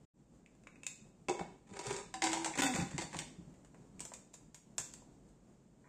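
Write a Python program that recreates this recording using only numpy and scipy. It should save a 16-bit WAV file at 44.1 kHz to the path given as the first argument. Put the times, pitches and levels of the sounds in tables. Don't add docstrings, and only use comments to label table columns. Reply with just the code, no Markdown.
import sys
import numpy as np
from scipy import signal
from scipy.fft import rfft, irfft, next_fast_len
from scipy.io import wavfile
from scipy.ndimage import uniform_filter1d, map_coordinates

SR = 44100
rng = np.random.default_rng(int(sys.argv[2]) if len(sys.argv) > 2 else 0)


def bounce(signal):
    frames = np.transpose(np.atleast_2d(signal))
    limited = np.clip(frames, -1, 1)
    pcm = np.round(limited * 32767).astype(np.int16)
    wavfile.write(sys.argv[1], SR, pcm)


def ratio(d):
    e = np.asarray(d, float) / 20
    return 10 ** e


N = 259308

# [t/s, crack level/dB, clank level/dB over the crack, shell level/dB over the crack]
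LIFT = [(0.19, -67, -11, -15), (0.4611, -57, 11, -32), (0.551, -61, -3, 0), (0.636, -56, 1, 0),
        (0.6704, -46.5, 12, 2), (0.7564, -59.5, 13, -4), (0.833, -39.5, 0, -3), (0.8418, -46, -11, -30),
        (0.8656, -22, -6, -15.5), (0.8772, -38, -22, -20)]
LAY = [(1.2845, -33, 4.5, 6), (1.2945, -28, -15.5, 8.5), (1.309, -45, -5, 14.5), (1.3274, -60, -26, 10),
       (1.3932, -40, 3.5, 9.5), (1.4094, -45.5, 1, 18.5), (1.7094, -53, -12, 5), (1.7669, -49, 1.5, 4),
       (1.7913, -31.5, -7, -0.5), (1.8667, -28.5, -14, -6), (1.9085, -32, 2, -1), (1.9266, -34, -20, -43),
       (1.9647, -30.5, -16, -48)]
TURN = [(2.14, -31, -4, -1), (2.2204, -22, -2.5, -2.5), (2.2393, -19, -9.5, -7.5), (2.2694, -27.5, 2, -6),
        (2.3177, -30, -5, -5), (2.3306, -20, -3.5, 10), (2.3694, -36, -26, 9), (2.4014, -62, -3, 0),
        (2.4453, -23.5, 1.5, 2.5), (2.4594, -25.5, -20, 10), (2.4894, -45, -16, -8),
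        (2.5374, -46.5, 27, -21)]
PULL = [(2.585, -24.5, 3, -0.5), (2.5978, -25.5, 9, -29), (2.6199, -18.5, -3, -2), (2.6344, -16, -8, -10),
        (2.6494, -38, -1, -19), (2.6644, -25, 6.5, -9.5), (2.7375, -45, 26.5, -9), (2.7584, -28.5, 9.5, 8),
        (2.7989, -34, 8, 6)]
SEAT = [(2.9801, -33, 5.5, 4), (3.0185, -32.5, -16, 5), (3.1293, -47, 7, 4), (3.1444, -41.5, 3, 19.5),
        (3.1672, -36, -3, -14), (3.1887, -28.5, 0.5, -28)]
LOCK = [(3.54, -58, -2, -11), (3.6473, -52, -5.5, 5), (3.7447, -59.5, 6, 14.5), (3.994, -40, -2, -44),
        (4.0043, -29, -13, -13.5), (4.0515, -31.5, -17, -9), (4.1184, -53, 3, 17.5),
        (4.137, -34.5, -9.5, -13), (4.3344, -51, -12, -36), (4.339, -38.5, -14, -6), (4.344, -45, -19, -7),
        (4.545, -37, -10, -17), (4.781, -20, -11.5, -12.5), (4.9369, -36.5, -10, -15),
        (5.019, -59, -13, 14.5), (5.2885, -60, -19, -17)]
CONTACT_HZ = [6500, 2200, 820, 320]

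# [f/Hz, level/dB, t60/s]
FREE = [(546, 7, 0.059), (970, -1, 0.063), (1600, -7, 0.06), (2360, 5.5, 0.037), (2550, -7.5, 0.19),
        (2530, 8, 0.063), (3670, 4, 0.095), (4830, 2, 0.062), (7250, -5, 0.059)]
RIM = [(360, -10, 0.15), (405, -3, 0.062), (583, -5, 0.044), (783, 1, 0.063), (987, -1.5, 0.1),
       (1260, 2, 0.041), (1436, -6.5, 0.069), (2220, 0, 0.056), (2616, 1, 0.048), (3596, -5.5, 0.16),
       (4620, -5, 0.083)]
INSIDE = [(370, -32, 0.013), (525, -18, 0.33), (782, -5, 0.14), (906, -0.5, 0.032), (1005, -4, 0.056),
          (1553, -2.5, 0.044), (1770, 1.5, 0.024), (2094, 4, 0.027), (2570, -10.5, 0.064),
          (2828, -17, 0.076), (3830, -2.5, 0.027), (3580, -26.5, 0.032), (4680, -15, 0.18)]
RAISED = [(303, -7.5, 0.026), (525, -18, 0.042), (798, -9.5, 0.14), (1000, -13, 0.042), (1185, -8.5, 0.09),
          (1480, 5, 0.087), (1906, 0, 0.091), (2620, 0.5, 0.18), (3540, 3, 0.187), (4700, -1.5, 0.18)]
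SEALED = [(334, -12.5, 0.044), (530, -1.5, 0.061), (667, -1, 0.043), (812, 3, 0.02), (963, 1.5, 0.062),
          (1864, -2, 0.029), (2120, -28.5, 0.015), (3552, -3.5, 0.063), (4600, -0.5, 0.034)]

# [t/s, level/dB, f/Hz]
THUDS = [(1.285, -35, 215.6), (1.406, -36, 176.4), (1.713, -40.5, 191), (1.872, -37.5, 123),
         (1.921, -41, 151), (2.589, -28.5, 270), (2.64, -29, 284), (2.688, -39, 260), (2.745, -30.5, 183.3),
         (2.787, -25, 171.7), (2.821, -29.5, 150.5), (2.85, -38.5, 188), (2.94, -31, 152.4),
         (2.984, -35, 179), (3.037, -41, 149), (3.154, -36.5, 165.5), (3.218, -47, 146),
         (3.385, -38.5, 176), (3.469, -48, 147), (3.946, -43.5, 181), (4.791, -45.5, 140)]
# [t/s, level/dB]
SLIDES = [
    [(1.29, -55.5), (1.39, -66.5), (1.56, -83)],
    [(1.66, -66), (1.72, -66), (1.77, -45.5), (1.89, -42.5), (1.95, -48.5), (2.0, -49), (2.08, -82)],
    [(2.22, -39.5), (2.26, -41.5), (2.31, -48), (2.37, -40), (2.43, -51), (2.48, -45), (2.535, -57)],
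    [(2.535, -49), (2.584, -39), (2.592, -34), (2.65, -33), (2.73, -47), (2.77, -37.5), (2.83, -48.5),
     (2.9, -56.5), (2.97, -54)],
    [(2.98, -38), (3.03, -51.5), (3.1, -67.5), (3.15, -50.5), (3.22, -51), (3.32, -105)],
]
# [shell level/dB, drum level/dB]
SLIDE_BODY = [(8.5, 9.5), (-4.5, -2.5), (-0.5, -7.5), (-6.5, -8), (-3.5, -4.5)]
# [f/Hz, level/dB]
RASP = [(200, -17.5), (600, -7), (1270, -1), (1700, 4.0), (4000, -4.5), (9000, -4.5), (11000, -13), (16000, -19.5)]

# [t/s, length/s, level/dB, rise/s, sag/(dB/s)]
GONG = [(2.14, .07, -52, .015, 170), (2.22, .112, -37.5, .012, 20), (2.336, .185, -39.5, .025, 55),
        (2.587, .151, -38, .01, 30)]
BELL = [(2.14, 0.087, -46, 0.0083, 154), (2.22, 0.078, -34, 0.03, 220), (2.3, .3, -61, .04, -4),
        (2.635, 0.077, -40.5, 0.031, -4)]

# [t/s, level/dB]
KITCHEN_SWELL = [(0, -5), (.5, 0), (.9, -1), (1.15, 1), (2, 4), (3.4, 4), (3.9, 1.5), (4.4, -0.5), (5, 1),
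                 (5.88, 0)]
# [f/Hz, level/dB per Hz]
HUM = [(25, -16), (48, 0.5), (62, -8.5), (80, -16.5), (120, -4), (165, -0.5), (250, -3.5), (400, -11),
       (800, -19.5), (1500, -29.5), (3000, -36)]
HISS = [(500, -17.5), (1500, 5.5), (3000, 7.5), (5000, -10.5), (9000, -5.5), (16000, -2.5)]
# [f/Hz, t60/s]
WALLS = [(200, 0.31), (1000, 0.37), (4000, 0.5), (10000, 0.36)]
# [f/Hz, level/dB]
ROOM_TONE = [(200, -5.5), (1000, -5.0), (3000, -6), (8000, -5)]

# [f/Hz, level/dB]
MICROPHONE = [(20, -1), (100, 2), (4200, -1), (6000, 1), (7200, 8.5), (8400, 3), (9200, -2.5), (9700, -10),
              (11000, -14.5), (15000, -17), (17000, -46)]
# [f/Hz, level/dB]
STARVED = [(1800, -60), (2400, -9), (3000, -4.5), (5400, -3.4), (6300, -7), (8400, -7), (9000, -2),
           (10000, -2), (16000, -4)]
# [t/s, level/dB]
FADE = [(0, 4), (.05, 3), (.062, -51), (.132, -58), (.142, -12), (.2, -3.5), (.35, -2.5)]
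# [t/s, level/dB]
DROPOUT = [(2.609, 0), (2.613, -13), (2.619, -13), (2.6202, 0)]

TABLE_T60_S = 0.075
HUM_DB, HISS_DB, HISS_GROWS = -61.5, -86.5, 0.64
GONG_HZ, CLOSED_HZ, BELL_HZ = 326.3, 244.9, 761
CLOSING_S, CLOSING_TAKES_S = 2.64, 0.027
ATTACK_FROM_DB, DAMPED_DB_PER_S = -14.5, 802.5
RUB_S, RUB_GAP_S = 5.842, .0105


def unit(x):
    return x / np.sqrt(np.mean(x ** 2) + 1e-20)


def along(points, hz):
    f, v = np.transpose(sorted(points))
    return np.interp(np.log(hz + 1), np.log(f + 1), v)


def curves(rows, rest=None):
    s, *cols = np.transpose(rows)
    return [np.interp(np.arange(N) / SR, s, c, rest, rest) for c in cols]


def coloured(x, points):
    m = 2 * next_fast_len(len(x) // 2 + 2048)
    gain = ratio(along(points, np.fft.rfftfreq(m, 1 / SR)))
    cep = irfft(np.log(gain + 1e-6), m)
    cep[1:m // 2] *= 2
    cep[m // 2 + 1:] = 0
    return irfft(rfft(x, m) * np.exp(rfft(cep)), m)[:len(x)]


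def resonant(x, modes):
    m = next_fast_len(N + SR // 2)
    f = np.fft.rfftfreq(m, 1 / SR)
    gain = 0
    for k, (hz, db, t60) in enumerate(modes):
        mode = 1j * f * np.sqrt(3 / t60) / (hz * hz - f * f + 3j * f / t60)
        gain = gain + (-1) ** k * ratio(db) * mode
    return irfft(rfft(x, m) * gain, m)[:N]


def wobble(rate):
    knots = rng.standard_normal(int(N * rate / SR) + 4)
    return map_coordinates(knots, [np.arange(N) * rate / SR])


def kitchen():
    slow_db, = curves(KITCHEN_SWELL)
    hum_db = HUM_DB + slow_db + .8 * wobble(3) + 1.5 * wobble(14)
    hiss_db = HISS_DB + HISS_GROWS * slow_db + 0.54 * wobble(1.9)
    hum = unit(coloured(rng.standard_normal(N), HUM)) * ratio(hum_db)
    hiss = unit(coloured(rng.standard_normal(N), HISS)) * ratio(hiss_db)
    return hum + hiss


def contacts(rows, modes, ring_db, crack_db, body_db, hollow_db, air_db, drum_db, rings, held=9):
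    out, t = np.zeros(N + SR), np.arange(SR // 2) / SR
    hz, level, t60 = np.transpose(modes)[:, :, None]
    length = np.clip(rings, .1, 2.5)
    for s, db, clank_db, shell_db in rows:
        strength, detune = rng.standard_normal((2, len(modes), 1))
        drift = np.cumsum(rng.standard_normal((len(modes), len(t))), 1) * hz * 2.2e-5
        decay = ratio(level + 3.5 * strength - 60 * t / (t60 * length))
        ring = np.sum(decay * np.sin(2 * np.pi * hz * (1 + 0.011 * detune) * t + drift), 0)
        ring *= ratio(-60 * np.clip(s + t - held, 0, 1) / 0.027) * (1 - np.exp(-t / 0.0011))
        crack = 1.06 * ratio(-60 * t / 0.01) + 0.36 * ratio(-60 * t / (0.15 * length))
        crack *= (1 - np.exp(-t / 0.0003)) * rng.standard_normal(len(t))
        clank, shell, drum = np.add((clank_db, shell_db, shell_db + drum_db), body_db)
        tone = [(60, drum - 27), *zip(CONTACT_HZ, [0, clank, shell, drum]),
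                (1270, (clank + shell) / 2 - 2.5), (4500, hollow_db), (9000, 0), (12000, air_db)]
        blow = coloured(ratio(ring_db) * ring + ratio(crack_db) * crack, tone)
        out[round(s * SR):][:len(t)] += ratio(db) * blow
    return out[:N]


def lid():
    rub = [(RUB_S + k * RUB_GAP_S, -78, 21, 14) for k in range(4)]
    return (contacts(LIFT, FREE, ring_db=-18.5, crack_db=-3.5, body_db=6.5,
                     hollow_db=-6, air_db=-7.0, drum_db=-10, rings=0.35)
            + contacts(LAY, RIM, ring_db=-13.5, crack_db=-3.5, body_db=7.5,
                       hollow_db=1.5, air_db=-9.0, drum_db=2.0, rings=0.71)
            + contacts(TURN, INSIDE, ring_db=-8, crack_db=-4, body_db=4.5,
                       hollow_db=2.0, air_db=-11.0, drum_db=-18, rings=.95, held=2.3)
            + contacts(PULL, RAISED, ring_db=-24.5, crack_db=-7.5, body_db=8.0,
                       hollow_db=-3.0, air_db=5.0, drum_db=7, rings=0.47, held=3.6)
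            + contacts(SEAT, SEALED, ring_db=-19.5, crack_db=0, body_db=8,
                       hollow_db=0.0, air_db=-7.5, drum_db=-21, rings=0.69)
            + contacts(LOCK, SEALED, ring_db=-20.0, crack_db=-2.5, body_db=9.5,
                       hollow_db=-6, air_db=-3.5, drum_db=-4.5, rings=0.78)
            + contacts(rub, SEALED, ring_db=-12, crack_db=-2.5, body_db=11.5,
                       hollow_db=-26, air_db=-13, drum_db=-24, rings=0.91))


def thuds():
    out, t = np.zeros(N + SR), np.arange(SR // 3) / SR
    for s, db, hz in THUDS:
        swing = np.sin(2 * np.pi * hz * t)
        swing += 0.38 * np.sin(2 * np.pi * 1.8 * hz * t)
        swing += 0.32 * np.sin(2 * np.pi * 0.565 * hz * t)
        envelope = ratio(db + 5.0 - 60 * t / TABLE_T60_S) * (1 - np.exp(-t / 0.0057))
        out[round(s * SR):][:len(t)] += envelope * swing
    return out[:N]


def slides():
    out = np.zeros(N)
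    for rows, (shell_db, drum_db), modes in zip(SLIDES, SLIDE_BODY, (RIM, RIM, INSIDE, RAISED, SEALED)):
        stroke = ratio(curves(rows, -120)[0])
        knocks = (rng.random(N) < 220 / SR) * ratio(1.6 * rng.standard_normal(N))
        chatter = .35 + signal.lfilter([1], [1, -np.exp(-1 / (.004 * SR))], knocks)
        grit = unit(rng.standard_normal(N) * chatter * ratio(1.2 * wobble(30))) * stroke

        def driven(lo, hi):
            part = [m for m in modes if lo < m[0] < hi]
            return resonant(grit, part) / np.std(resonant(rng.standard_normal(N), part))

        out += 0.84 * 1.44 * coloured(grit, RASP)
        out += 0.37 * driven(1100, 9000)
        out += ratio(shell_db) * driven(500, 1100)
        out += ratio(drum_db) * driven(0, 500)
    return out


def clear_modes():
    out, t = np.zeros(N), np.arange(N) / SR
    closing = np.exp(np.clip((t - CLOSING_S) / CLOSING_TAKES_S, -30, 30))
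    sinking = CLOSED_HZ + (GONG_HZ - CLOSED_HZ) / (1 + closing)
    for notes, pitch in ((GONG, sinking), (BELL, BELL_HZ)):
        size = np.zeros(N)
        for s, length, db, rise, sag in notes:
            swell_db = ATTACK_FROM_DB * np.clip(1 - (t - s) / rise, 0, 1)
            sag_db = sag * np.clip(t - s - rise, 0, 1)
            damped_db = DAMPED_DB_PER_S * np.clip(t - s - length, 0, 1)
            size += (t > s) * ratio(db + swell_db - sag_db - damped_db)
        size = uniform_filter1d(size, size=400) * ratio(-1 + 1.5 * wobble(40))
        phase = 2 * np.pi * np.cumsum(pitch + 4 * wobble(25)) / SR
        out += np.sqrt(2) * size * np.sin(phase)
    return out


def walls(x):
    out, step = np.zeros(N + 2 * SR), SR // 5
    for i in range(0, N, step):
        hz, t, z = signal.stft(rng.standard_normal(SR * 2 // 3), SR, nperseg=256)
        decay = ratio(-60 * t / along(WALLS, hz)[:, None])
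        tail = signal.istft(z * decay, SR, nperseg=256)[1]
        wet = signal.fftconvolve(x[i:i + step], tail / np.linalg.norm(tail))
        out[i + 300:][:len(wet)] += wet
    return out[:N]


def thinned(x):
    hz, t, z = signal.stft(x, SR, "cosine", nperseg=2048, noverlap=1024)
    band_hz = hz[4:1024:8][:, None]
    bands = (np.abs(z[:1024]) ** 2).reshape(128, 8, -1).mean(1)
    around = uniform_filter1d(bands, size=9, axis=0)
    limit = ratio(2 * (along(STARVED, band_hz) + 1.5 * rng.standard_normal(bands.shape)))
    treble = bands[12:].sum(0)
    attack = treble > 2.5 * np.roll(treble, 1)
    spared = (attack | np.roll(attack, 1)) & (band_hz < 11000)
    keep = np.repeat(spared | (bands > limit * around), 8, axis=0)
    keep = np.vstack([keep, keep[-1:]])
    return signal.istft(z * keep, SR, "cosine", nperseg=2048, noverlap=1024)[1][:N]


def scene():
    pot = lid() + thuds() + slides()
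    room = coloured(walls(pot), ROOM_TONE)
    return (pot + clear_modes() + room + kitchen())[None]


def roll_off(x):
    return signal.sosfilt(signal.butter(12, 16540, fs=SR, output="sos"), x)


def record(dry):
    heard = thinned(coloured(dry[0], MICROPHONE))
    heard = heard * ratio(curves(FADE)[0] + curves(DROPOUT)[0])
    return roll_off(heard[None])


dry = scene()
out = record(dry)
bounce(out)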